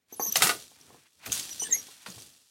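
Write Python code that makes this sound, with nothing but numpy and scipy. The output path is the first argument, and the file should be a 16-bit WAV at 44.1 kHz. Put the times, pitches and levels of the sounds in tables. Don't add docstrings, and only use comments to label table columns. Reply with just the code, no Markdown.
import sys
import numpy as np
from scipy import signal
from scipy.fft import rfft, irfft, next_fast_len
from scipy.io import wavfile
from scipy.ndimage import map_coordinates

SR = 44100
rng = np.random.default_rng(int(sys.argv[2]) if len(sys.argv) > 2 else 0)


def materialize(psi):
    bounded = np.clip(np.atleast_2d(psi).T, -1, 1)
    quanta = np.round(bounded * 32767).astype(np.int16)
    wavfile.write(sys.argv[1], SR, quanta)


N = 110250
T = np.arange(SR // 2) / SR


def shaft_clatter():
    # start_s, level_db, treble_tilt_db_per_octave, frame_ring_db, pitch_hz
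    clacks = [(.3565, -15, 0.5, -5.5, 2895), (.406, -29, -7, 2, 1410), (.421, -10.5, 1, -12, 1336),
              (.432, -17, 4, -14, 1510), (.4445, -22.5, 0.5, -10, 2800), (.459, -23, -3.5, -10, 1280),
              (.4705, -20.5, 3, -3, 1330), (.4925, -18.5, -2, 0, 1293), (.499, -28.5, -1, -11.5, 1510)]
    return wood_blows(clacks, attack_s=0.00054)


def beater_bumps():
    # start_s, level_db, treble_tilt_db_per_octave, frame_ring_db, pitch_hz
    bumps = [(1.26, -31.5, 0, -10, 2460), (1.27, -40, -5.5, -4, 790), (1.3195, -26, 6, -17.5, 3570),
             (2.061, -33.5, -2.5, -8, 1380)]
    return wood_blows(bumps, attack_s=0.00129)


def wood_blows(blows, attack_s, body_db=-4, crack_db=1, knock_db=0.5):
    # frequency_hz, level_db
    wood_tone = [(60, -53), (170, -18.5), (440, -5.5), (800, -2), (1350, -2.5), (1700, 1), (2800, 1.5),
                 (6500, -4.5), (10000, -6), (15000, -17)]
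    # frequency_hz, fade_s
    wood_fades = [(150, 0.19), (500, 0.2), (1500, 0.067), (5000, .11), (14000, 0.21)]
    # pitch_hz, level_db, fade_s
    frame_notes = [(426, -14.5, 0.076), (688.3, -16.5, 0.15), (1172, -9, .08), (1261, -7, 0.073),
                   (1415, -3.5, 0.08), (1463, -8.5, 0.063), (1993, -7.5, .06), (2665, -12, 0.11),
                   (4600, -17, 0.07)]
    out, hz = np.zeros(N), np.arange(1, SR // 2)
    for start_s, db, tilt, ring_db, pitch_hz in blows:
        ripple_db = 2.5 * wobble(SR / 110, len(hz))
        tone = np.column_stack([hz, along(wood_tone, hz) + tilt * np.log2(hz) + ripple_db])
        body = amp(body_db) * dying(noise(tone, len(T)), wood_fades)
        crack = amp(crack_db) * fade(0.014) * noise(tone, len(T))
        knock = amp(knock_db) * fade(0.019) * np.sin(2 * np.pi * pitch_hz * T)
        frame = amp(ring_db) * ring(frame_notes)
        add(out, start_s, amp(db) * rise(attack_s) * (body + crack + knock + frame))
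    return out


def pedal_squeak(octave_db=-1, jitter_hz=120, wander_hz=35):
    # start_s, length_s, level_db
    squeaks = [(0.123, 0.023, -43), (0.195, 0.03, -36.5), (0.222, .032, -29), (0.261, 0.037, -30.5),
               (0.3225, 0.003, -22), (0.342, 0.021, -40), (0.368, 0.0034, -18.5)]
    # time_s, pitch_hz
    pitch_path = [(.125, 6160), (.155, 6210), (.2, 6320), (.225, 6003), (.254, 6420), (.28, 5844),
                  (.325, 6030), (.37, 6110), (.39, 6130)]
    level = np.zeros(N)
    for start_s, length_s, db in squeaks:
        add(level, start_s, amp(db) * stroke(length_s, attack_s=0.00086, release_s=0.0031))
    pitch_hz = curve(pitch_path) + jitter_hz * wobble(4000, N) + wander_hz * wobble(220, N)
    phase = 2 * np.pi * np.cumsum(pitch_hz) / SR

    def whistle(angle):
        rasp = wobble(800, N) * np.sin(angle) + wobble(800, N) * np.cos(angle)
        return .85 * np.sin(angle) + .4 * rasp

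    return level * (whistle(phase) + amp(octave_db) * whistle(2 * phase))


def pivot_chirps():
    # start_s, length_s, pitch_hz, glide_hz, level_db, octave_db, roughness (share of pitch)
    chirps = [(0.158, 0.053, 10640, 146, -49, -34, 0.0099), (0.206, 0.011, 4615, 14, -44, -33, 0.0095),
              (1.255, .016, 13500, 4, -44, -43, 0.0089), (1.505, 0.026, 5920, -81, -40, -14, 0.013),
              (1.596, 0.0065, 5930, 21, -28, -20, 0.0029), (1.613, 0.033, 5965, 97, -34.5, -21, 0.027),
              (1.614, 0.027, 3024, -19.5, -43.5, 0.5, 0.031), (1.599, 0.029, 8960, -31, -40, -38, 0.023),
              (1.624, 0.047, 8710, -65.5, -42, -39, 0.011), (1.627, 0.0054, 7150, 3, -31, -16, 0.023),
              (1.639, 0.0383, 1848, -130, -49.5, -2.5, 0.061), (1.696, 0.0325, 1930, -40, -46.5, -3, 0.059),
              (1.732, .028, 1970, 191, -40, -11.5, .05), (1.709, 0.02, 7340, -130, -29.5, -19, 0.0041),
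              (1.724, 0.012, 6550, -22, -17, -25, 0.0097), (1.739, 0.015, 11300, -7, -31.5, -40, 0.0065),
              (1.744, 0.0063, 6170, -150, -32.5, -9, 0.022), (1.769, 0.033, 5880, -84, -40, -10.5, 0.014)]
    out = np.zeros(N)
    for start_s, length_s, hz, glide_hz, db, octave_db, roughness in chirps:
        smooth_hz = hz + glide_hz * np.minimum(T / length_s, 1)
        pitch_hz = smooth_hz * (1 + roughness * wobble(2000, len(T)))
        phase = 2 * np.pi * np.cumsum(pitch_hz) / SR
        tone = np.sqrt(2) * (np.sin(phase) + amp(octave_db) * np.sin(2 * phase))
        flutter_db = 24 * np.sqrt(roughness) * np.tanh(wobble(239, len(T)))
        shape = stroke(length_s, attack_s=0.0024, release_s=0.0064)
        add(out, start_s, amp(db + flutter_db) * shape * tone)
    return out


def frame_thuds():
    # start_s, relative_level_db, pitch_hz
    thuds = [(0.279, -35, 209), (0.376, -34, 169), (0.433, -26, 181), (1.273, -37, 256), (1.276, -33, 145),
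             (1.284, -38.5, 82), (2.083, -33.5, 180), (2.161, -39.5, 111)]
    # time_s, level_db
    rumble_levels = [(.06, -84), (.15, -64.5), (.46, -50), (.7, -70.5), (.93, -59.5), (1.1, -83),
                     (1.23, -67.5), (1.3, -51.5), (1.53, -60.5), (1.76, -55), (2.02, -76.5), (2.1, -55.5),
                     (2.2, -60.5), (2.32, -70), (2.5, -85.5)]
    # frequency_hz, level_db
    rumble_tone = [(30, -41.5), (48, -21), (75, 0), (300, -2.5), (600, -8.5), (1200, -12.5), (3000, -26.5)]
    out = amp(curve(rumble_levels)) * noise(rumble_tone, N)
    for start_s, db, hz in thuds:
        swing = np.sin(2 * np.pi * hz * T + 1.5 * wobble(61, len(T)))
        add(out, start_s, 2 * amp(db) * rise(0.02) * fade(0.086) * swing)
    return out


def pedal_knocks(puff_db=-9, low_cut_hz=190):
    # start_s, level_db, brightness_hz
    knocks = [(0.124, -41.5, 426), (.196, -30, 1290), (0.259, -42.5, 1500), (0.506, -31.5, 330),
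              (.551, -40, 452), (0.716, -59, 750), (0.903, -54.5, 1270), (0.944, -53.5, 1200),
              (1.619, -39.5, 770), (1.689, -40, 412), (1.71, -42, 320), (1.765, -47, 467),
              (1.884, -54, 900), (2.179, -52.5, 1100)]
    # pitch_hz, level_db, fade_s
    pedal_notes = [(288.7, -3, 0.046), (403.8, -1.5, 0.064), (461, -3.5, 0.08), (727, 0, 0.045),
                   (837, 2, 0.041), (1047, 0, 0.09), (1120, -7, 0.12), (1840, -2.5, 0.04)]
    out = np.zeros(N)
    for start_s, db, brightness_hz in knocks:
        puff = fade(0.17) * noise([(200, -37.5), (1000, 6.5), (2000, 1.5), (6000, -8.5)], len(T))
        knock = ring(pedal_notes) + amp(puff_db) * puff
        soften = signal.butter(2, brightness_hz, fs=SR, output="sos")
        add(out, start_s, amp(db) * signal.sosfilt(soften, knock))
    return signal.sosfilt(signal.butter(3, low_cut_hz, "highpass", fs=SR, output="sos"), out)


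def small_clicks(width_octaves=0.14, spread_db=-14):
    # start_s, relative_level_db, pitch_hz
    clicks = [(0.196, -44, 2320), (0.624, -47.5, 6200), (0.812, -48, 5840), (1.299, -39, 2800),
              (1.32, -26, 6750), (1.3276, -22.5, 6700), (1.398, -33, 6350), (1.429, -33, 4760),
              (2.0715, -45, 4460), (2.1016, -39.5, 6700), (2.122, -40, 4700), (2.2015, -44, 5930)]
    out = np.zeros(N)
    for start_s, db, pitch_hz in clicks:
        def resonance(hz):
            peak = np.exp(-(np.log2((hz + 1) / pitch_hz) / width_octaves) ** 2)
            spread = hz * pitch_hz / (hz ** 2 + pitch_hz ** 2)
            return peak + amp(spread_db) * spread

        click = unit(filtered(rng.standard_normal(len(T)), resonance))
        add(out, start_s, amp(db + 7) * rise(0.00029) * fade(0.012) * click)
    return out


def thread_rustle(hits_per_s=550, scatter_db=5, crackle_share=0.33, wire_db=-4, wire_count=320):
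    # time_s, level_db
    rustle_levels = [(.06, -84.5), (.11, -63), (.33, -44), (.44, -31), (.55, -43), (.66, -52.5),
                     (.78, -61.5), (.88, -59), (1.12, -70), (1.22, -63), (1.265, -50.5), (1.314, -46.5),
                     (1.322, -33), (1.362, -34), (1.385, -35), (1.49, -44.5), (1.7, -47.5), (1.9, -50.5),
                     (2.05, -59), (2.09, -49.5), (2.22, -50), (2.36, -61.5), (2.5, -63.5)]
    # frequency_hz, level_db
    steel_tone = [(300, -13.5), (1000, -12), (2200, -8), (3500, 0.5), (6000, -0.5), (9500, -2),
                  (12000, -7.5), (15500, -14.5)]
    hits = (rng.random(N) < hits_per_s / SR) * rng.choice([-1, 1], N)
    hits = hits * amp(scatter_db * np.clip(rng.standard_normal(N), -2, 2))
    hit_energy = np.convolve(hits ** 2, fade(.005)[:SR // 100])[:N]
    crackle = unit(np.sqrt(hit_energy) * rng.standard_normal(N))
    wire_pitches_hz = rng.uniform(1500, 15800, wire_count)
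    wire_ring = fade(0.12) * sum(np.sin(2 * np.pi * hz * T) for hz in wire_pitches_hz)
    shiver = unit(signal.fftconvolve(hits, wire_ring)[:N])
    hiss = rng.standard_normal(N)
    mix = np.sqrt(crackle_share) * crackle + np.sqrt(1 - crackle_share) * hiss + amp(wire_db) * shiver
    level = amp(curve(rustle_levels) + wobble(70, N))
    return level * unit(filtered(mix, lambda hz: amp(along(steel_tone, hz))))


def yarn_swishes(flutter_db=2.6):
    # start_s, length_s, level_db
    swishes = [(0.088, 0.022, -63.5), (0.712, 0.36, -69.5), (1.19, 0.05, -57), (1.23, 0.02, -56.5),
               (1.784, 0.28, -64)]
    # frequency_hz, level_db
    yarn_tone = [(200, -47.5), (700, -9), (1200, -5.5), (2500, -2.5), (5000, -14), (12000, -28)]
    level = np.zeros(N)
    for start_s, length_s, db in swishes:
        add(level, start_s, amp(db) * stroke(length_s, attack_s=0.0099, release_s=0.022))
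    return level * amp(flutter_db * wobble(63, N)) * noise(yarn_tone, N)


def room(x, echo_db):
    # frequency_hz, fade_s
    room_fades = [(100, 0.58), (500, 0.23), (2000, 0.18), (6000, 0.19), (14000, 0.12)]
    tail = dying(rng.standard_normal(len(T)), room_fades) * rise(.005)
    return x + amp(echo_db) * signal.fftconvolve(x, tail / np.linalg.norm(tail))[:N]


def background_hiss(level_db=-85):
    # frequency_hz, level_db
    hiss_tone = [(60, -6.5), (2000, 18), (15000, -8.5)]
    return amp(level_db) * noise(hiss_tone, N)


def amp(db):
    return 10 ** (np.asarray(db) / 20)


def unit(x):
    return x / np.sqrt(np.mean(x ** 2) + 1e-20)


def along(points, hz):
    frequencies, values = np.transpose(points)
    return np.interp(np.log(hz + 1), np.log(frequencies + 1), values)


def curve(points):
    return np.interp(np.arange(N) / SR, *np.transpose(points))


def wobble(rate, size):
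    return map_coordinates(rng.standard_normal(8192), [np.arange(size) * rate / SR], mode="wrap")


def filtered(x, gain):
    size = next_fast_len(len(x) + 8192)
    return irfft(rfft(x, size) * gain(np.fft.rfftfreq(size, 1 / SR)), size)[:len(x)]


def noise(tone, size):
    return unit(filtered(rng.standard_normal(size), lambda hz: amp(along(tone, hz))))


def rise(attack_s):
    return 1 - np.exp(-T / attack_s)


def fade(fade_s):
    return amp(-60 * T / fade_s)


def stroke(length_s, attack_s, release_s):
    return rise(attack_s) * np.exp(-np.maximum(T - length_s, 0) / release_s)


def dying(x, fades):
    hz, time_s, spectrum = signal.stft(x, SR, nperseg=256)
    decay = amp(-60 * time_s / along(fades, hz)[:, None])
    return signal.istft(spectrum * decay, SR, nperseg=256)[1][:len(x)]


def ring(notes, detune=0.037):
    out = np.zeros(len(T))
    for hz, db, fade_s in notes:
        strength = amp(db + rng.normal()) * rng.choice([-1, 1])
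        pitch_hz = hz * (1 + detune * rng.uniform(-1, 1))
        phase = 2 * np.pi * pitch_hz * T + .5 * wobble(121.3, len(T))
        out += strength * fade(fade_s) * np.sin(phase)
    return out


def add(track, start_s, x):
    first = max(round(start_s * SR), 0)
    track[first:first + len(x)] += x[:max(N - first, 0)]


def scene():
    blows = shaft_clatter() + beater_bumps() + pedal_knocks() + small_clicks()
    squeals = pedal_squeak() + pivot_chirps()
    rustles = thread_rustle() + yarn_swishes() + background_hiss()
    return (room(blows, echo_db=-12) + room(squeals, echo_db=-13) + frame_thuds() + rustles)[None]


def record(dry, low_cut_hz=52, top_hz=15900):
    thinned = signal.sosfilt(signal.butter(4, low_cut_hz, "highpass", fs=SR, output="sos"), dry)
    return np.array([filtered(x, lambda hz: hz < top_hz) for x in thinned])


dry = scene()
out = record(dry)
materialize(out)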